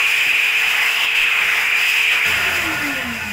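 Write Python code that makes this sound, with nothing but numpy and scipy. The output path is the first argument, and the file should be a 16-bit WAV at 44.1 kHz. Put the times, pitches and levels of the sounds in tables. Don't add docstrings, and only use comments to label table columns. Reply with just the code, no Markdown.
import sys
import numpy as np
from scipy import signal
from scipy.fft import rfft, irfft
from scipy.io import wavfile
from scipy.ndimage import uniform_filter1d

SR = 44100
rng = np.random.default_rng(int(sys.argv[2]) if len(sys.argv) > 2 else 0)


def voltage_ratio(level):
    return 10 ** (np.asarray(level, float) / 20)


def dump_mix(stems):
    frames = np.atleast_2d(stems).T
    limited = np.clip(frames, -1, 1)
    pcm = np.round(limited * 32767).astype(np.int16)
    wavfile.write(sys.argv[1], SR, pcm)


N = 146412
HZ = np.fft.rfftfreq(1024, 1 / SR)[:, None]
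FRAME_S = np.arange(N // 256 + 5) * 256 / SR
TREBLE = np.clip((HZ - 2600) / 900, 0, 1)

# (time [s], howl level [dB], howl pitch [Hz], spray off the skin [dB], rumble of the turned stream [dB])
HAND = [(0, -8.5, 2470, -27.5, -31.5), (.57, -10, 2444, -29, -32), (.72, -10.5, 2550, -26.5, -28),
        (.86, -15.5, 2480, -26.5, -25.5), (.95, -12.5, 2700, -28, -33.5), (1.05, -12.5, 2760, -26.5, -26.5),
        (1.065, -9, 2580, -34, -35.5), (1.145, -11, 2520, -35.5, -30.5), (1.16, -6.5, 2590, -27.5, -31.5),
        (1.28, -10.5, 2560, -31, -29), (1.56, -16.5, 2350, -27.5, -25.5), (1.72, -9.5, 2360, -32.5, -30),
        (1.88, -9.5, 2560, -23.5, -31), (2.09, -8, 2405, -30.5, -34.5), (2.13, -8.5, 2570, -25.5, -24.5),
        (2.225, -12.5, 2240, -32.5, -31.5), (2.27, -12, 2570, -23.5, -27.5),
        (2.4, -14.5, 2490, -25.5, -26.5)]
# (frequency [Hz], width [Hz], level [dB])
NOZZLE = [(2570, 180, 0)]
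# (frequency [Hz], level [dB])
HOWL_SKIRT = [(900, -37.5), (1600, -12), (2500, -7.5), (3100, -2.5), (3700, -11.5), (4500, -18)]
# (frequency [Hz], level [dB])
SCATTER = [(1100, -21), (1750, -5), (2000, -0.5), (2250, -2.5), (2600, 1.5), (3100, -6.5), (3600, -16),
           (4400, -34)]
# (frequency [Hz], density [dB per Hz])
SPRAY = [(3300, -7), (4350, -13.5), (4960, -11), (6080, -11), (7460, -9), (8510, -22), (10000, -18),
         (15700, -14.5)]
# (frequency [Hz], width [Hz], lift [dB])
DUCT = [(4970, 275, 9), (7740, 230, 2.5), (9630, 1600, 3.5), (13600, 770, 2.5)]
# (frequency [Hz], density [dB per Hz])
RUMBLE = [(45, -65), (150, -41), (400, -32), (620, -25.5), (720, -18), (1300, -13.5), (2200, -7.5),
          (2800, -14)]
COAST_DB = {"howl": 11.5, "shoulder": 10.5, "spray": 8, "rumble": 9.5, "hum": 0}
# (time [s], speed [turns per s])
ROTOR = [(2.25, 450.5), (2.33, 423), (2.47, 381), (2.6, 346), (2.7, 318), (2.87, 289), (2.99, 258),
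         (3.1, 236), (3.32, 202)]
MULTIPLES = [1, 2, 3, 4, 4.35, 7, 12, 24]
# (level [dB], fading [dB], tilt as the rotor halves [dB])
ORDERS = [
    (-33.5, .8, 1),
    (-41, 2.5, 4),
    (-44, 2.5, 5),
    (-41.5, 2, 3),
    (-61, 1.5, 24),
    (-46, 1.5, 10),
    (-41, 1, 7),
    (-60, 3, 0),
]
# (frequency [Hz], width [Hz], level [dB])
TONE_PATH = [(455, 45, -4), (522, 35, 4), (580, 50, 1), (715, 70, 3), (860, 70, 3), (925, 60, 2),
             (1040, 60, 5), (1480, 150, 4), (2750, 900, 4)]
# (frequency [Hz], width [Hz], level [dB])
CASING = [(710, 40, -11), (1440, 24, 2), (1770, 36, -1), (865, 40, -12), (1040, 40, -12), (2120, 30, -10)]
# (time [s], level [dB], length [s])
PUFFS = [
    (1.215, -33, .03),
    (2.09, -41, .02),
]
# (frequency [Hz], width [Hz], level [dB])
ROOM_MODES = [(87, 10, 11), (135, 20, 3), (170, 18, -1), (205, 30, 5), (237, 28, 8), (261, 14, 8),
              (285, 32, 11), (318, 28, 10), (353, 22, 4), (379, 14, 4), (403, 14, 1), (438, 36, 1.5),
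              (490, 25, -9)]
# (frequency [Hz], density [dB per Hz])
HUM = [(20, -6), (60, -6), (90, 4), (180, 0.5), (300, -16), (500, -8), (900, -20)]

RUN_HZ, WOBBLE_HZ = 449.8, 0.63
SCATTER_DB, SCATTER_SHARE = -21, .95
CASING_DB, CASING_PEAK_OCT, CASING_FALL_DB = -22.5, .38, 20
HUM_DB = -35
OPEN_S, OPEN_RAMP_S = 2.245, .012
BASS_CUT_DB, TONE_CUT_DB, CASING_CUT_DB = -28, -7, -14
ROOM_T60_S, ROOM_DB = 0.34, -6.5
EDGE_HZ = 15740


def evened(x):
    return x / np.sqrt(np.mean(np.abs(x) ** 2) + 1e-20)


def read(points, hz):
    f, value = np.transpose(points)
    return np.interp(np.log(hz + 1), np.log(f + 1), value)


def modal(modes, hz):
    return sum(voltage_ratio(db) / (1 + 2j * (hz - f) / w) for f, w, db in modes)


def standing(modes, hz):
    return sum((-1) ** k * voltage_ratio(db) / (1 + (2 * (hz - f) / w) ** 2) for k, (f, w, db) in enumerate(modes))


def drift(t, top_hz):
    rates = np.geomspace(1, top_hz, 30)
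    return evened(sum(np.sin(2 * np.pi * (f * t + rng.random())) / f ** 0.083 for f in rates))


def speed(t):
    s, hz = np.transpose(ROTOR)
    coasting = np.minimum(np.interp(t, s, hz), RUN_HZ)
    return np.where(t > s[0], coasting, RUN_HZ)


def slowed(t):
    return np.log2(RUN_HZ / speed(t))


def shut(t):
    return 1 - np.clip((t - OPEN_S) / OPEN_RAMP_S, 0, 1)


def hand(column):
    table = np.transpose(HAND)
    return np.interp(FRAME_S, table[0], table[column])


def air(shape, level_db, patchy_db, flicker_db):
    a, b, patches = rng.standard_normal((len(FRAME_S), 513, 3)).T
    patches = uniform_filter1d(patches, size=12, axis=0)
    patches = evened(uniform_filter1d(patches, size=10, axis=1))
    shape = shape / np.sqrt(np.sum(shape ** 2, axis=0))
    gain = voltage_ratio(level_db + patchy_db * patches + flicker_db * drift(FRAME_S, top_hz=30.35))
    spectra = (a + 1j * b) * shape * gain
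    return signal.istft(spectra, nperseg=1024, noverlap=768)[1][:N] * np.sqrt(1.5)


def ring(modes, colour, level_db, flicker_db):
    t, hz = np.arange(N) / SR, np.fft.rfftfreq(N, 1 / SR)
    rung = irfft(rfft(rng.standard_normal(N)) * modal(modes, hz) * voltage_ratio(read(colour, hz)), N)
    return evened(rung) * voltage_ratio(np.interp(t, FRAME_S, level_db) + flicker_db * drift(t, top_hz=20))


def howl():
    moved = HZ * NOZZLE[0][0] / hand(2)
    shape = abs(modal(NOZZLE, moved)) * voltage_ratio(read(HOWL_SKIRT, moved))
    level_db = hand(1) - 4.0 - COAST_DB["howl"] * slowed(FRAME_S)
    return air(shape, level_db, 0.57, 0.7)


def scattered_howl():
    nudged = HZ * (NOZZLE[0][0] / hand(2)) ** 0.25
    turned_db = SCATTER_SHARE * (hand(4) - np.mean(np.transpose(HAND)[4]))
    level_db = SCATTER_DB + turned_db - COAST_DB["shoulder"] * slowed(FRAME_S)
    return air(voltage_ratio(read(SCATTER, nudged)), level_db, 2.8, 1.0)


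def spray():
    lift_db = sum(db * np.exp(-((HZ - f) / w) ** 2) for f, w, db in DUCT)
    level_db = hand(3) - COAST_DB["spray"] * slowed(FRAME_S)
    return air(TREBLE * voltage_ratio(read(SPRAY, HZ) + lift_db), level_db, 1.0, 1.2)


def rumble():
    shape = (HZ > 0) * voltage_ratio(read(RUMBLE, HZ) - 30 * TREBLE)
    level_db = hand(4) + 8.5 - COAST_DB["rumble"] * slowed(FRAME_S)
    return air(shape, level_db, 1.72, 0.54)


def rotor():
    t = np.arange(N) / SR
    hz = uniform_filter1d(speed(t), size=1500) + WOBBLE_HZ * drift(t, top_hz=12)
    turn = 2 * np.pi * np.cumsum(hz) / SR
    tones = []
    for k, (db, fading_db, tilt_db) in zip(MULTIPLES, ORDERS):
        fade_db = fading_db * drift(t, top_hz=14)
        level = voltage_ratio(db + fade_db + tilt_db * slowed(t) + TONE_CUT_DB * shut(t))
        if tones:
            path = standing(TONE_PATH, k * hz) / (1 + (k * hz / 3300) ** 12)
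        else:
            path = standing(ROOM_MODES, hz)
        tones.append(np.sqrt(2) * level * (path * np.exp(1j * k * turn)).real)
    return sum(tones)


def casing():
    off_peak = slowed(FRAME_S) - CASING_PEAK_OCT
    level_db = CASING_DB - CASING_FALL_DB * off_peak ** 2 + CASING_CUT_DB * shut(FRAME_S)
    return ring(CASING, [(400, 1), (700, -0.5), (2200, -2.5), (3000, -33)], level_db, 0.66)


def puffs():
    t = np.arange(N) / SR
    return sum(voltage_ratio(db) * np.exp(-((t - s) / length) ** 2) * np.sin(4 * (t - s) / length)
               for s, db, length in PUFFS)


def room_hum():
    level_db = HUM_DB - COAST_DB["hum"] * slowed(FRAME_S) + BASS_CUT_DB * shut(FRAME_S)
    return ring(ROOM_MODES, HUM, level_db, 0.83)


def tiles(x):
    at = np.arange(200, 16000, 22)
    taps = np.zeros(16100)
    signs = rng.choice([-1., 1.], len(at))
    taps[at + rng.integers(0, 22, len(at))] = signs * voltage_ratio(-60 * at / SR / ROOM_T60_S)
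    taps *= voltage_ratio(ROOM_DB) / np.linalg.norm(taps)
    taps[0] = 1
    lead = np.concatenate([x[:8000][::-1], x])
    return signal.fftconvolve(lead, taps / np.linalg.norm(taps))[8000:][:N]


def scene():
    near = howl() + spray()
    far = tiles(scattered_howl() + rumble())
    return (near + far + rotor() + casing() + puffs() + room_hum())[None]


def band_limit(x):
    return signal.sosfilt(signal.butter(12, 17040, fs=SR, output="sos"), x)


def record(dry):
    limited = 0.51 * np.tanh(dry / 0.74)
    lowpass = signal.firwin(1023, EDGE_HZ, window=("kaiser", 9), fs=SR)
    band = signal.oaconvolve(limited, lowpass[None], "same")
    return band_limit(band)


dry = scene()
out = record(dry)
dump_mix(out)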